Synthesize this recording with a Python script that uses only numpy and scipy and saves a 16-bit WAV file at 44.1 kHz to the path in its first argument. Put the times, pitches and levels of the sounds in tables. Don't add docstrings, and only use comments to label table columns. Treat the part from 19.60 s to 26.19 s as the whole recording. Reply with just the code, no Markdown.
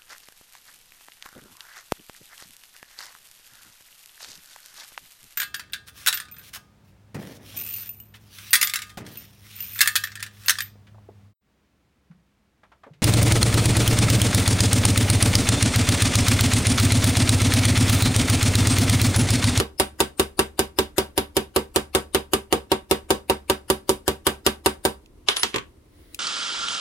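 import sys
import numpy as np
from scipy import signal
from scipy.fft import rfft, irfft, next_fast_len
from scipy.io import wavfile

SR = 44100
rng = np.random.default_rng(int(sys.argv[2]) if len(sys.argv) > 2 else 0)


def elevation(decibels):
    levels = np.asarray(decibels, float)
    return 10 ** (levels / 20)


def int16_out(signal):
    q = np.round(np.clip(np.atleast_2d(signal).T, -1, 1) * 32767)
    wavfile.write(sys.argv[1], SR, q.astype(np.int16))


N = 290619
LEAD = 64

# (time [s], crack peak [dB], board level [dB], brightness above 6 kHz [dB])
TAPS = [(-.001, -15, -18, -13.5), (0.1979, -9.5, -17, -11.5), (0.403, -10.5, -17, -9),
        (0.5955, -11.5, -17, -9), (0.7911, -11, -16.5, -12), (0.9915, -11.5, -16.5, -10.5),
        (1.1867, -11.5, -16.5, -10.5), (1.3811, -11.5, -16.5, -9.5), (1.5769, -12.5, -16.5, -12.5),
        (1.7667, -13, -16.5, -9.5), (1.9612, -13, -15, -11), (2.1595, -11.5, -16.5, -12),
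        (2.349, -10.5, -15.5, -11.5), (2.5465, -11.5, -16, -11.5), (2.7337, -12.5, -15.5, -10.5),
        (2.9254, -13, -14.5, -12.5), (3.1166, -13.5, -15, -16.5), (3.3109, -11.5, -15.5, -10.5),
        (3.5043, -11.5, -14.5, -10.5), (3.6971, -13.5, -15, -13.5), (3.8976, -12, -16, -10.5),
        (4.1001, -12, -16, -11), (4.2924, -12.5, -16, -8.5), (4.4786, -13, -17.5, -8),
        (4.6669, -10, -17.5, -10), (4.8637, -9.5, -16.5, -11.5), (5.0596, -10.5, -16, -11),
        (5.2505, -11.5, -15.5, -11.5)]
# (frequency [Hz], density [dB per Hz])
CRACK_COLOUR = [(350, -34), (600, -6), (1650, -10), (4310, -13), (4870, -7.5), (5660, -16), (8420, -15.5),
                (9140, -11.5), (14800, -16.5), (15800, -26)]
# (frequency [Hz], width [Hz], level [dB])
STRIP_MODES = [(1562, 70, -1.5), (2180, 43, -14.5), (2890, 300, 1), (3490, 220, -6.5), (3760, 200, 2),
               (7200, 28, -29), (8400, 210, -7), (9100, 190, -12), (8850, 330, -8), (10400, 27, -17),
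               (12300, 220, -14), (11200, 140, -20), (12900, 40, -18.5), (14000, 35, -18.5)]
# (frequency [Hz], t60 [s], signed strength left [gain], right [gain])
BOARD_MODES = [(51, 0.6, -0.003, -0.003), (71, 0.423, 0.066, 0.067), (96, 0.1, -0.076, -0.093),
               (139, 0.234, 0.015, 0.02), (203, 0.26, 0.008, 0.006), (215, 0.208, -0.019, -0.017),
               (237, 0.13, 0.032, 0.06), (289, 0.165, 0.086, 0.107), (316, 0.085, -0.201, -0.307),
               (339, 0.165, -0.024, -0.008), (377, 0.119, -0.066, -0.07), (390, 0.2, -0.011, -0.016),
               (444, 0.133, 0.098, 0.091), (467, 0.14, -0.108, -0.168), (509, 0.18, -0.033, -0.062),
               (559, 0.045, -0.027, -0.039), (606, 0.188, -0.007, 0.009), (697, 0.313, -0.01, -0.027),
               (736, 0.02, -0.084, -0.092), (841, 0.233, -0.022, -0.02), (897, 0.033, -0.029, -0.096),
               (969, 0.131, -0.012, -0.0), (1075, 0.327, -0.008, -0.049), (1143, 0.062, -0.004, -0.022),
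               (1198, 0.057, -0.052, 0.029), (121, .15, -.025, -.025), (163, .13, .012, .012)]
# (delay after blow [s], strength [gain])
SLAPS = [
    (0, 1),
    (.0052, 1.04),
    (.0105, .51),
]
# (frequency [Hz], near surfaces [dB], t60 [s], walls [dB], t60 [s])
ROOM = [(350, -39, 0.14, -28.5, 0.27), (650, -39, 0.18, -27.5, 0.22), (1410, -22, 0.11, -28.5, 0.22),
        (2940, -15.5, 0.02, -29.5, 0.19), (5340, -16.5, 0.017, -33.5, 0.17), (9050, -14, 0.044, -28, .2),
        (15400, -31.5, 0.1, -44, 0.19)]
# (frequency [Hz], density [dB per Hz])
FLOOR_COLOUR = [(12, -40), (20, -14), (58, -1), (125, -13), (200, -20), (300, -10), (500, -21), (800, -32),
                (950, -29), (1500, -36), (4000, -41), (7000, -45), (9700, -42), (15700, -50)]
# (time [s], peak [dB], brightness [dB], left minus right [dB], contact [s])
TICKS = [
    (5.459, -48, -14.5, -4, 0.002),
    (6.545, -28, -3.5, 0.5, 0.0028),
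]
# (frequency [Hz], density [dB per Hz])
TICK_COLOUR = [(880, -42), (1500, -37), (2330, -3), (5470, -4.5), (5930, -7.5), (7180, -8.5),
               (15700, -17.5), (16500, -13.5)]
# (time [s], peak [dB], brightness [dB], left minus right [dB], contact [s])
HEAD = [
    (5.6835, -1, -27.5, -1, 0.0027),
    (5.7611, -19.5, -12.5, -6, 0.0026),
    (5.7649, -12, -22.5, 7.5, 0.003),
    (5.7934, -25.5, -8.5, -13, 0.0033),
    (5.83, -5.5, -18, -5.5, 0.0036),
]
# (frequency [Hz], density [dB per Hz])
HEAD_COLOUR = [(120, -53), (200, -22), (396, -3.5), (652, -11), (1070, -3.5), (2460, -4), (3050, 4.5),
               (4530, -2.5), (4880, -0.5), (15000, -23), (16500, -33.5)]
# (frequency [Hz], level [dB], t60 [s])
HEAD_MODES = [(10690, -24.5, 0.37), (10715, -41, 0.33), (5390, -47.5, .2), (3564, -40.5, .06)]
# (time [s], level [dB])
HEAD_STRUCK = [
    (5.692, -10),
    (5.767, 0),
]
# (time [s], level [dB])
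THUDS = [
    (5.686, -33.5),
    (5.832, -28.5),
    (5.9425, -31),
    (5.960, -32),
]
# (time [s], peak [dB], brightness [dB], left minus right [dB], contact [s])
HANDLE = [
    (5.942, -16.5, -26, -6, 0.0065),
    (5.959, -14, -17.5, 8.5, 0.0034),
    (5.982, -21, -22, -4.5, 0.005),
]
# (frequency [Hz], density [dB per Hz])
HANDLE_COLOUR = [(59, -39.5), (100, -5), (267, -5.5), (401, -4), (829, -20), (1050, -0.5), (1300, -11.5),
                 (3180, -4), (11700, -32.5), (15100, -35.5), (16500, -63.5)]
# (time [s], level [dB])
RUB = [
    (6.079, -78),
    (6.198, -87.5),
    (6.301, -64.5),
    (6.4, -60),
    (6.5, -56.5),
    (6.59, -59),
]
# (frequency [Hz], density [dB per Hz])
RUB_COLOUR = [(880, -31.5), (1500, -3.5), (1830, -2.5), (2040, 4), (2440, -8), (3310, -3), (4040, -3),
              (7610, -18), (10800, -2.5), (13400, -24), (14900, -5), (16000, -5.5)]
# (frequency [Hz], left minus right [dB])
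PORT_BALANCE = [(60, -3), (110, 5), (200, 2.5), (380, -7), (700, -4), (1290, -9), (2380, -10.5),
                (4400, 3.5), (8120, 7.5), (15000, 12.5)]
# (frequency [Hz], level re sound [dB])
SMEAR = [(200, -24.5), (1000, -11.5), (4000, -12), (12000, -12.5)]


def colour(x, points, share=1):
    hz, db = np.transpose(points)
    grid_hz = np.maximum(np.fft.rfftfreq(2048, 1 / SR), 1)
    gain = elevation(np.interp(np.log(grid_hz), np.log(hz), db))
    ceps = irfft(share * np.log(gain))
    ceps[1:1024] *= 2
    ceps[1025:] = 0
    return signal.fftconvolve(x, irfft(np.exp(rfft(ceps))))[:len(x)]


def fade(t, t60_s):
    return np.exp(-np.log(1000) * t / t60_s)


def add(track, s, sound):
    i = int(round(s * SR)) + LEAD
    track[..., i:i + sound.shape[-1]] += sound[..., :track.shape[-1] - i]


def knocks(rows, points, gain_db, rattle_db, rattle_s, spike_db=-18.0, late_s=.0004):
    out, t = np.zeros((3, N + LEAD)), np.arange(8192) / SR
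    usual_db = np.mean([row[2] for row in rows])
    for s, peak_db, bright_db, pan_db, contact_s in rows:
        envelope = np.exp(-t / contact_s) + elevation(rattle_db) * np.exp(-t / rattle_s)
        grit = rng.standard_normal(len(t)) * elevation(3.0 * rng.standard_normal(len(t)))
        grit *= np.minimum(t / 0.0008, 1) * envelope
        touch = (t == 0) + .2 * rng.standard_normal(len(t)) * np.exp(-t / .00015)
        tilt = [(4000, 0.015), (8000, bright_db - usual_db)]
        burst, push = (colour(colour(x, points), tilt) for x in (grit, touch))
        burst, push = (x * np.sqrt(contact_s * SR / np.sum(x ** 2)) for x in (burst, push))
        burst = burst - elevation(spike_db) * push
        sound = np.array([burst * elevation(pan_db / 2), burst / elevation(pan_db / 2), push])
        add(out, s + late_s, sound * elevation(peak_db + gain_db))
    return out


def crack_and_strip():
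    pan_db, crack_contact_s, slap_contact_s = -1.1, .0018, .0029
    blows = [(s, db, bright, pan_db, crack_contact_s) for s, db, _, bright in TAPS]
    crack = knocks(blows, CRACK_COLOUR, gain_db=-2.0, rattle_db=-21.0, rattle_s=0.005)
    slaps = [(s + SLAPS[1][0], db, bright, pan, slap_contact_s) for s, db, bright, pan, _ in blows]
    dull = CRACK_COLOUR[:6] + [(9000, -24.5)]
    crack += knocks(slaps, dull, gain_db=-9.5, rattle_db=-8.0, rattle_s=0.028)
    for hz, width_hz, db in STRIP_MODES:
        b, a = signal.iirpeak(hz, hz / width_hz, SR)
        to_room = hz < 5000
        crack = crack + elevation(db) * signal.lfilter(b, a, crack) * [[1], [1], [to_room]]
    return crack


def board(rows, scatter_db=1.2, seat_db_per_oct=0):
    gain_db, longest_ring_periods, seat_pivot_hz, uneven_hz = 18.5, 115., 330, 900
    hz, t60_s, left, right = np.transpose(BOARD_MODES)
    t = np.arange(-32, 16000)[:, None] / SR
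    onset = (1 + np.tanh(t / .0004)) / 2
    held_t60_s = np.minimum(t60_s, longest_ring_periods / hz)
    modes = np.cos(2 * np.pi * hz * t) * fade(np.maximum(t, 0), held_t60_s) * onset
    out = np.zeros((2, N + LEAD))
    chance = rng.standard_normal((len(rows), 2 * len(hz) + len(SLAPS)))
    usual_db = np.mean([row[1] for row in rows])
    for (s, db), luck in zip(rows, chance):
        drive_db = db + seat_db_per_oct * (db - usual_db) * np.log2(hz / seat_pivot_hz)
        uneven_db = scatter_db * (1 + hz / uneven_hz) * luck[len(SLAPS):].reshape(2, -1)
        ring = (np.array([left, right]) * elevation(drive_db + gain_db + uneven_db)) @ modes.T
        for (delay_s, strength), wobble in zip(SLAPS, luck):
            add(out, s + .0001 + delay_s * (1 + .008 * wobble), strength * ring)
    return out


def answer():
    t = np.arange(SR // 2) / SR
    octave = np.log2(np.maximum(np.fft.rfftfreq(len(t), 1 / SR), 1))
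    noise, out = rfft(rng.standard_normal((2, len(t)))), 0
    centres = np.log2([row[0] for row in ROOM])
    for k, (_, near_db, near_t60_s, wall_db, wall_t60_s) in enumerate(ROOM):
        band = irfft(noise * np.interp(octave, centres, np.arange(len(ROOM)) == k), len(t))
        near = elevation(near_db) * fade(t, near_t60_s)
        walls = elevation(wall_db) * fade(t, wall_t60_s)
        out = out + band * np.hypot(near, walls)
    return out * np.minimum(t / 0.0002, 1)


def workshop(x, count=3):
    x = x.mean(axis=0)
    time, knots = np.arange(len(x)), np.arange(0, len(x) + SR, SR // 5)
    share = np.array([np.interp(time, knots, rng.standard_normal(len(knots))) for _ in range(count)])
    share /= np.sqrt(np.sum(share ** 2, axis=0))
    return sum(signal.fftconvolve((w * x)[None], answer(), axes=1)[:, :len(x)] for w in share)


def hiss(points, alike_hz, flicker_db):
    mid, side = (colour(rng.standard_normal(N), points) for _ in range(2))
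    side = signal.lfilter(*signal.butter(1, alike_hz, "high", fs=SR), side)
    knots = np.arange(0, N, 2000)
    flicker = np.interp(np.arange(N), knots, rng.standard_normal(len(knots)))
    rms = np.sqrt(np.var(mid) + np.var(side))
    return np.array([mid + side, mid - side]) / rms * elevation(flicker_db * flicker)


def noise_floor():
    return elevation(-51) * hiss(FLOOR_COLOUR, 600, 0.96)


def strip_ticks():
    ticks = knocks(TICKS, TICK_COLOUR, gain_db=-1.0, rattle_db=-30.5, rattle_s=0.0088)
    return ticks * [[1], [1], [.3]]


def head_contacts():
    return knocks(HEAD, HEAD_COLOUR, gain_db=-7.0, rattle_db=-16.5, rattle_s=0.04, spike_db=-9.5,
                  late_s=0.0024)


def head_ring():
    rests_s, damped_t60_s, rise_s = 5.826, .03, .003
    out, t = np.zeros(N + LEAD), np.arange(SR // 4) / SR
    for s, blow_db in HEAD_STRUCK:
        ring = sum(elevation(db + blow_db) * np.sin(2 * np.pi * hz * (s + t)) * fade(t, t60_s)
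                   for hz, db, t60_s in HEAD_MODES)
        damping = fade(np.maximum(s + t - rests_s, 0), damped_t60_s)
        add(out, s, ring * np.minimum(t / rise_s, 1) * damping)
    return out


def handle_contacts():
    return knocks(HANDLE, HANDLE_COLOUR, gain_db=-7.0, rattle_db=-24.0, rattle_s=0.01)


def finger_rub():
    s, rub_db = np.transpose(RUB)
    envelope_db = np.interp(np.arange(N) / SR, s, rub_db, left=-120)
    return hiss(RUB_COLOUR, 500, 2.) * elevation(envelope_db)


def ports(pair):
    lag_samples = 7
    size = next_fast_len(pair.shape[1])
    hz = np.fft.rfftfreq(size, 1 / SR)
    points_hz, balance_db = np.transpose(PORT_BALANCE)
    tilt = elevation(np.interp(np.log(hz + 1), np.log(points_hz), balance_db) / 2)
    lag = np.exp(-2j * np.pi * np.minimum(hz * lag_samples / SR, 1))
    return irfft(rfft(pair, size) * [tilt, lag / tilt], size)[:, :pair.shape[1]]


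def smear(x):
    block_samples, patch_bins, patch_db, right_db = 1536, 24, 6.5, -9
    overlap_samples = block_samples * 3 // 4
    hz, _, block = signal.stft(x, SR, "hann", block_samples, overlap_samples)
    patch = rng.standard_normal((hz.size // patch_bins + 1, block.shape[2]))
    patch = np.repeat(patch, patch_bins, axis=0)[:hz.size]
    points_hz, points_db = np.transpose(SMEAR)
    gain_db = np.interp(np.log(hz + 1), np.log(points_hz), points_db)[:, None] + patch_db * patch
    phase = np.exp(2j * np.pi * rng.random(block.shape[1:]))
    noise = np.abs(block) * elevation(gain_db) * phase
    noise = signal.istft(noise, SR, "hann", block_samples, overlap_samples)[1][:, :N]
    return noise * elevation([[0], [right_db]])


def scene():
    sharp = crack_and_strip()
    body = board([(row[0], row[2]) for row in TAPS], seat_db_per_oct=0.76)
    sharp += strip_ticks() + head_contacts() + head_ring() + handle_contacts()
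    body += board(THUDS, scatter_db=2.0)
    upper = signal.sosfilt(signal.butter(2, 600, "high", fs=SR, output="sos"), body)
    near = ports(sharp[:2]) + body + workshop(sharp[2] + elevation(-9.5) * upper)
    return near[:, LEAD:] + finger_rub() + noise_floor()


def top_cut(x):
    return signal.sosfilt(signal.butter(12, 16800, fs=SR, output="sos"), x)


def record(dry):
    rounded = np.tanh(0.77 * dry) / 0.95
    x = signal.sosfilt(signal.ellip(8, .2, 60, 16100, fs=SR, output="sos"), rounded)
    return top_cut(x + smear(x))


dry = scene()
out = record(dry)
int16_out(out)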